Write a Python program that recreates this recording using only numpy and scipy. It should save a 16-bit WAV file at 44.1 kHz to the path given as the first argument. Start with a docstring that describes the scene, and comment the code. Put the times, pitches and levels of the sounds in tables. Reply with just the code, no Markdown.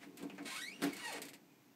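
"""Soft hinge clacks and a dry rub come first: a wooden folding closet door is pushed along its track.
The hollow panel drums and bumps and its fittings tick; the guide sticks and slips in a creak that
rises with speed. The door knocks, then the creak slows and ends in a few ticks and a faint squeak.
One microphone, close to the door, in a quiet carpeted room."""
import sys
import numpy as np
from scipy import signal
from scipy.fft import rfft, irfft, next_fast_len
from scipy.io import wavfile
from scipy.ndimage import map_coordinates

SR = 44100
rng = np.random.default_rng(int(sys.argv[2]) if len(sys.argv) > 2 else 0)


def unload_audio(sound):
    """Save the sound as a 16-bit wav file, at the path given as the first command line argument."""
    columns = np.transpose(np.atleast_2d(sound))
    # keep every value between -1 and 1, then stretch to whole-number steps
    steps = np.round(np.clip(columns, -1, 1) * 32767)
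    wavfile.write(sys.argv[1], SR, steps.astype(np.int16))


N = 77175  # 1.75 s


def amp(db):
    """Decibels to gain."""
    return 10 ** (np.asarray(db) / 20)


def unit(x):
    """Scaled to rms 1."""
    return x / np.sqrt(np.mean(x ** 2) + 1e-20)


def along(points, hz):
    """(Hz, value) points read on a log frequency axis."""
    freqs, values = np.transpose(points)
    return np.interp(np.log(hz + 1e-3), np.log(freqs), values)


def curves(rows):
    """One value per sample for each column after the time."""
    times, *columns = np.transpose(rows)
    return [np.interp(np.arange(N) / SR, times, column) for column in columns]


def wobble(rate):
    """A smooth random curve, rate knots a second."""
    knots = rng.standard_normal(int(N * rate / SR) + 4)
    return map_coordinates(knots, [np.arange(N) * rate / SR])


def filtered(x, response):
    """x shaped by a gain that depends on frequency."""
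    size = next_fast_len(len(x) + 8192)
    return irfft(rfft(x, size) * response(np.fft.rfftfreq(size, 1 / SR)), size)[:len(x)]


def noise(colour, size=N):
    """Coloured noise of rms 1."""
    return unit(filtered(rng.standard_normal(size), lambda hz: amp(along(colour, hz))))


def ring(colour, t60):
    """A dense cloud of modes, each band dying at its own speed."""
    hz, t, bands = signal.stft(noise(colour, size=SR // 3), SR, nperseg=256)
    decay = amp(-60 * t / along(t60, hz)[:, None])
    return signal.istft(bands * decay, SR, nperseg=256)[1]


def strike(colour, t60, crack_db=-14, crack_s=0.0032):
    """A hard contact: a brief crack on top of a dense ring."""
    x = ring(colour, t60)
    crack = amp(crack_db) * np.exp(-np.arange(len(x)) / SR / crack_s)
    return x * (1 + crack) / np.sqrt(2)


def add(out, s, x):
    """Mix x into out at s seconds."""
    part = out[max(round(s * SR), 0):][:len(x)]
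    part += x[:len(part)]


def low_cut(x, cut_hz=176):
    """Little bass gets through: everything below about cut_hz is cut away."""
    return signal.sosfilt(signal.butter(3, cut_hz, "high", fs=SR, output="sos"), x)


# Decay of closet and carpeted room: (frequency [Hz], t60 [s])
ROOM_DECAY = [(200, 0.35), (2000, 0.14), (10000, 0.12)]
def in_room(x, wet_db):
    """Direct sound plus the short answer of closet and room, the answer set wet_db above or below the direct
    sound."""
    tail = ring([(1, 0)], ROOM_DECAY)
    wet = signal.fftconvolve(x, tail / np.linalg.norm(tail))[:N]
    return (x + amp(wet_db) * wet) / np.hypot(1, amp(wet_db))


# Quiet air at the microphone: (frequency [Hz], level [dB])
AIR_COLOUR = [(25, -42), (80, -28), (125, -3.5), (270, -5), (450, -16.5), (900, -14), (1250, -27.5),
              (2300, -37), (3000, -34), (6000, -24.5), (8500, -30), (9800, -39.5), (11500, -27),
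              (13000, -24.5), (15500, -27)]
def room_tone():
    """The steady hush of the room, under everything."""
    return amp(-70) * noise(AIR_COLOUR)


# Friction along the track: (time [s], level [dB])
RUB_LEVEL = [(0, -69), (.03, -58.5), (.08, -70), (.16, -71.5), (.2, -60), (.27, -68.5), (.44, -67),
             (.46, -62), (.55, -51.5), (.64, -66), (.8, -64.5), (.87, -48), (.92, -58), (1.0, -55),
             (1.1, -54), (1.182, -52), (1.205, -69), (1.27, -59.5), (1.32, -71.5), (1.4, -74),
             (1.75, -74.5)]
# Its tone: (frequency [Hz], level [dB])
RUB_TONE = [(200, -12.5), (700, 0), (2200, 3), (4400, -4), (6000, -7.5), (8500, -9), (12000, -16.5),
            (15500, -17)]
def guide_rub(grain_db=1):
    """The guide rubs dryly in the track with a grainy hiss."""
    grainy = noise(RUB_TONE) * amp(grain_db * wobble(500))
    return amp(curves(RUB_LEVEL)[0]) * unit(grainy)


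# Modes of the hollow panel, also rung by its bumps: (frequency [Hz], level [dB], t60 when bumped [s])
PANEL_MODES = [(152, -36.5, 0.24), (190.3, -12, 0.24), (239.3, -14, 0.11), (283.3, 0.5, 0.14),
               (340, -17, 0.19), (406.2, -14, 0.23), (472.3, -16, 0.21), (622, -21, 0.12),
               (693.2, -10.5, 0.19), (828, -18, 0.2), (912, -21, 0.24), (1079, -17.5, 0.26),
               (1350, -22, 0.12), (1565, -15.5, 0.12)]
# Drumming of the travelling panel: (time [s], level [dB])
DRUM_LEVEL = [(0, -61), (.18, -58.5), (.24, -45.5), (.36, -64.5), (.46, -50.5), (.53, -63), (.64, -61.5),
              (.79, -56), (.85, -40.5), (.99, -59.5), (1.1, -64.5), (1.18, -53.5), (1.24, -57.5),
              (1.42, -69), (1.75, -70)]
# Its broad rumble: (frequency [Hz], level [dB])
DRUM_TONE = [(25, -52), (42, -61), (62, -19.5), (95, -28), (140, -16.5), (190, -1), (235, -7), (285, -2),
             (340, -2.5), (430, -7), (560, -18.5), (1200, -25.5), (4000, -78)]
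def panel_drum(modes_db=1.5, top_hz=970):
    """The moving panel drums low, partly at its modes."""
    def resonance(f):
        modes = sum(amp(db) / (1 + 1j * (f - hz) * t60) for hz, db, t60 in PANEL_MODES)
        return modes / (1 + (f / top_hz) ** 4)
    rumble = noise(DRUM_TONE)
    ringing = unit(low_cut(filtered(rng.standard_normal(N), resonance)))
    return amp(curves(DRUM_LEVEL)[0]) * unit(rumble + amp(modes_db) * ringing)


# Clacks at the hinges: (time [s], level [dB], ring [Hz])
HINGE_CLACKS = [(.01, -62.5, 2500), (.031, -50.5, 2040), (0.2983, -48, 2570), (0.306, -55.5, 2770),
                (0.381, -47, 2260), (.388, -49.5, 1650)]
# Their tone: (frequency [multiple of the ring], level [dB])
CLACK_TONE = [(.1, -7), (.3, -6), (.65, -12), (1, -0.5), (1.45, -23), (3, -21.5), (6, -36)]
# Their decay: (frequency [Hz], t60 [s])
CLACK_DECAY = [(500, 0.16), (3000, 0.14), (10000, 0.027)]
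def hinge_clacks():
    """Play in the hinges gives dull clacks, each with its own ring."""
    out = np.zeros(N)
    for s, db, hz in HINGE_CLACKS:
        colour = [(hz * ratio, level) for ratio, level in CLACK_TONE]
        add(out, s, amp(db) * strike(colour, CLACK_DECAY))
    return out


# Soft bumps of the panel: (time [s], level [dB], contact time [s])
PANEL_BUMPS = [(.056, -41, 0.0043), (0.13, -46, 0.0035), (.226, -38.5, 0.0013), (.2507, -33, 0.0059),
               (0.3243, -36.5, 0.0051), (.404, -36.5, 0.0029), (0.44, -45, 0.0039), (.825, -36, .0005),
               (0.8394, -32, 0.00076), (0.8566, -31, 0.0057), (1.187, -54, 0.0018)]
def panel_bumps(scatter_db=2.6):
    """Each bump rings the panel; a longer contact leaves out the high modes."""
    out, t = np.zeros(N), np.arange(SR // 2) / SR
    for s, db, contact in PANEL_BUMPS:
        attack = 1 - np.exp(-t / contact)
        for hz, level, t60 in PANEL_MODES:
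            decay = amp(level + rng.normal(0, scatter_db) - 60 * t / t60)
            drive = amp(db) / (1 + (hz * contact / 2.05) ** 3)
            add(out, s, drive * attack * decay * np.sin(2 * np.pi * hz * t))
    return in_room(out, wet_db=-17)


# Ticks of the fittings: (time [s], level [dB], tilt [dB per octave])
FITTING_TICKS = [(.172, -50, 1), (.1765, -55, -3), (.197, -76, -10), (0.226, -51.5, -2.5),
                 (0.2293, -58.5, -9), (0.35, -60, -5.5), (.4274, -58, -3.5), (0.8334, -42, 1.5),
                 (0.84, -47, 15), (0.9323, -47.5, 3), (0.966, -46, -1.5), (1.052, -57, 1), (1.1263, -45, 0),
                 (1.2178, -41.5, 0.5), (1.2226, -44.5, -4), (1.253, -50, 1), (1.2845, -49.5, -4),
                 (1.289, -54, 5), (1.3334, -51, -4.5), (1.338, -52.5, -0.5)]
# Their tone before the tilt: (frequency [Hz], level [dB])
TICK_TONE = [(200, -11), (1300, -14), (2200, 3), (3200, -1), (4500, 2), (6000, -4), (8300, 4.5),
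             (10000, -5), (12500, 0), (15500, -16)]
# Their decay: (frequency [Hz], t60 [s])
TICK_DECAY = [(500, 0.4), (3000, 0.12), (12000, 0.095)]
def fitting_ticks(pivot_hz=5000):
    """The fittings tick, sharp and close, some brighter than others."""
    out = np.zeros(N)
    for s, db, tilt in FITTING_TICKS:
        colour = [(hz, level + tilt * np.log2(hz / pivot_hz)) for hz, level in TICK_TONE]
        add(out, s, amp(db) * strike(colour, TICK_DECAY))
    return out


def slip_pulses(stroke, flutter_db=2, waver=0.012, jitter=0.33, scatter_db=1.04):
    """Stick and slip: one pulse per slip, each wait a little different."""
    hz, db, uneven, limp = curves(stroke)
    db = db + flutter_db * wobble(140)  # the pressure on the guide flutters
    cycles = np.cumsum(hz * (1 + waver * wobble(150))) / SR
    timing, strength, wait = rng.standard_normal((8192, 3)).T  # one draw of each per slip
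    cycles += np.cumsum(hz * uneven * wait[cycles.astype(int)]) / SR
    slip = np.arange(1, int(cycles[-1]))
    at = np.interp(slip, cycles, np.arange(N))  # in samples
    in_stroke = (at > stroke[0][0] * SR) & (at < stroke[-1][0] * SR)
    at, slip = at[in_stroke], slip[in_stroke]
    i = at.astype(int)
    shift_cycles = jitter * timing[slip] * uneven[i] + limp[i] * (-1) ** slip / 2
    at = at + shift_cycles * SR / hz[i]
    size = amp(db[i] + scatter_db * strength[slip]) * np.sqrt(SR / hz[i])
    taps = at.astype(int)[:, None] + np.arange(-7, 9)
    offset = taps - at[:, None]
    pulses = size[:, None] * np.sinc(offset) * np.sinc(offset / 8)  # placed between samples
    return np.bincount(taps.ravel(), pulses.ravel(), N)[:N]


# The guide speeding up, then slowing; limp makes alternate slips early and late:
# (time [s], slip rate [Hz], level [dB], unevenness [cycles], limp [cycles])
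SPEEDING_STROKE = [(.448, 482.4, -61, 0.12, 0), (.456, 602, -47.5, .13, 0.013), (.478, 733.4, -48, 0.1, 0),
                   (.52, 1028, -48, 0.11, 0.062), (.55, 1086, -48.5, 0.05, 0.047),
                   (.575, 1441, -44.5, 0.051, 0.13), (.605, 1580, -48, 0.026, 0.0033),
                   (.62, 1870, -45, 0.018, 0), (.645, 1980, -49, .022, 0.021),
                   (.695, 2318, -51, 0.048, 0.0049), (.72, 2470, -55, 0.041, 0),
                   (.738, 2843, -51.5, 0.034, 0.014), (.78, 2900, -59.5, 0.058, 0.029),
                   (.82, 2880, -53, .035, 0)]
SLOWING_STROKE = [(.89, 2450, -56, .09, 0), (.925, 2271, -54.5, 0.083, 0), (.965, 1992, -58, 0.096, 0.015),
                  (.995, 1401, -47, 0.063, .05), (1.008, 1012, -54, 0.044, 0),
                  (1.042, 951.6, -44, 0.027, 0.037), (1.06, 925.5, -49, 0.034, 0.046),
                  (1.078, 903, -42, 0.025, 0), (1.11, 757.2, -47, 0.054, 0.019),
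                  (1.133, 451.8, -50, 0.08, 0), (1.183, 380.2, -49.5, 0.13, 0),
                  (1.205, 239.7, -66.5, .14, 0)]
# Tone of each stroke: (frequency [Hz], level [dB])
SPEEDING_TONE = [(100, -23), (250, -16), (600, -2), (1000, -1), (1400, -2.5), (2150, 2.5), (3000, -2),
                 (4100, 0.5), (5200, -5), (6100, -6), (7500, -6.5), (9000, -2.5), (10500, -14),
                 (12000, -8.5), (13200, -21), (16000, -38)]
SLOWING_TONE = [(100, -25), (250, -6), (430, 12.5), (620, 4.5), (900, -1.5), (1300, -5.5), (1850, 1),
                (2700, -2.5), (3500, -8), (4400, -4.5), (5500, -14), (9000, -8.5), (12500, -20),
                (16000, -39)]
# Resonances of the metal track: (frequency [Hz], width [Hz], boost [dB])
TRACK_MODES = [(835, 87, 0.5), (1060, 31, 4.5), (1540, 88, 4), (1898, 56, 4), (2220, 76, 9.5),
               (2704, 210, 8), (4140, 250, 3), (5920, 320, 2), (8770, 240, 2)]
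def guide_creak(stroke, colour, soft_above_hz=2230, soft_cut_hz=6600):
    """The slips ring the track and carry into the room: a rasp when slow, a squeak when fast."""
    def track(f):
        peaks_db = sum(boost / (1 + (2 * (f - hz) / width) ** 2) for hz, width, boost in TRACK_MODES)
        return unit(amp(along(colour, f) + peaks_db))
    sharp = slip_pulses(stroke)
    rounded = filtered(sharp, lambda f: 1 / (1 + (f / soft_cut_hz) ** 4))
    slip_hz = curves(stroke)[0]
    soft = 1 / (1 + (soft_above_hz / slip_hz) ** 8)  # faster slips are rounder
    pulses = (1 - soft) * sharp + soft * rounded
    return in_room(filtered(pulses, track), wet_db=2)


# Hard contacts of the knock: (time [s], level [dB])
KNOCK_CONTACTS = [(0.8196, -38.5), (0.8251, -35.5), (0.8381, -36.5)]
# Their tone: (frequency [Hz], level [dB])
KNOCK_TONE = [(90, -32), (140, -11), (200, 6), (400, 4.5), (800, -6.5), (1200, -5), (1600, 3), (2600, -6),
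              (4400, -5), (6500, -12), (11000, -10.5), (15000, -21)]
# Their decay: (frequency [Hz], t60 [s])
KNOCK_DECAY = [(200, 0.22), (2000, 0.17), (10000, 0.044)]
def door_knock():
    """Three quick hard contacts reach the microphone as one wooden knock."""
    out = np.zeros(N)
    for s, db in KNOCK_CONTACTS:
        add(out, s, amp(db) * strike(KNOCK_TONE, KNOCK_DECAY))
    return out


# The faint last squeak: (time [s], pitch [Hz], level [dB])
LAST_SQUEAK = [(1.485, 2460, -93), (1.505, 2450, -75), (1.54, 2420, -84), (1.6, 2400, -82),
               (1.64, 2440, -100)]
def settling_squeak(waver=0.012):
    """The door settles with a thin, wavering tone."""
    hz, db = curves(LAST_SQUEAK)
    cycles = np.cumsum(hz * (1 + waver * wobble(180))) / SR
    return amp(db) * unit(np.sin(2 * np.pi * cycles))


def scene():
    """The door, close by and in mono, over the quiet air of the room."""
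    creak = guide_creak(SPEEDING_STROKE, SPEEDING_TONE) + guide_creak(SLOWING_STROKE, SLOWING_TONE)
    contacts = panel_bumps() + door_knock() + fitting_ticks() + hinge_clacks()
    door = low_cut(creak + contacts) + guide_rub() + panel_drum() + settling_squeak()
    return (door + room_tone())[None]


def record(dry, top_hz=15700):
    """The recorder keeps nothing above its band limit."""
    return np.array([filtered(x, lambda hz: hz < top_hz) for x in dry])


dry = scene()
out = record(dry)
unload_audio(out)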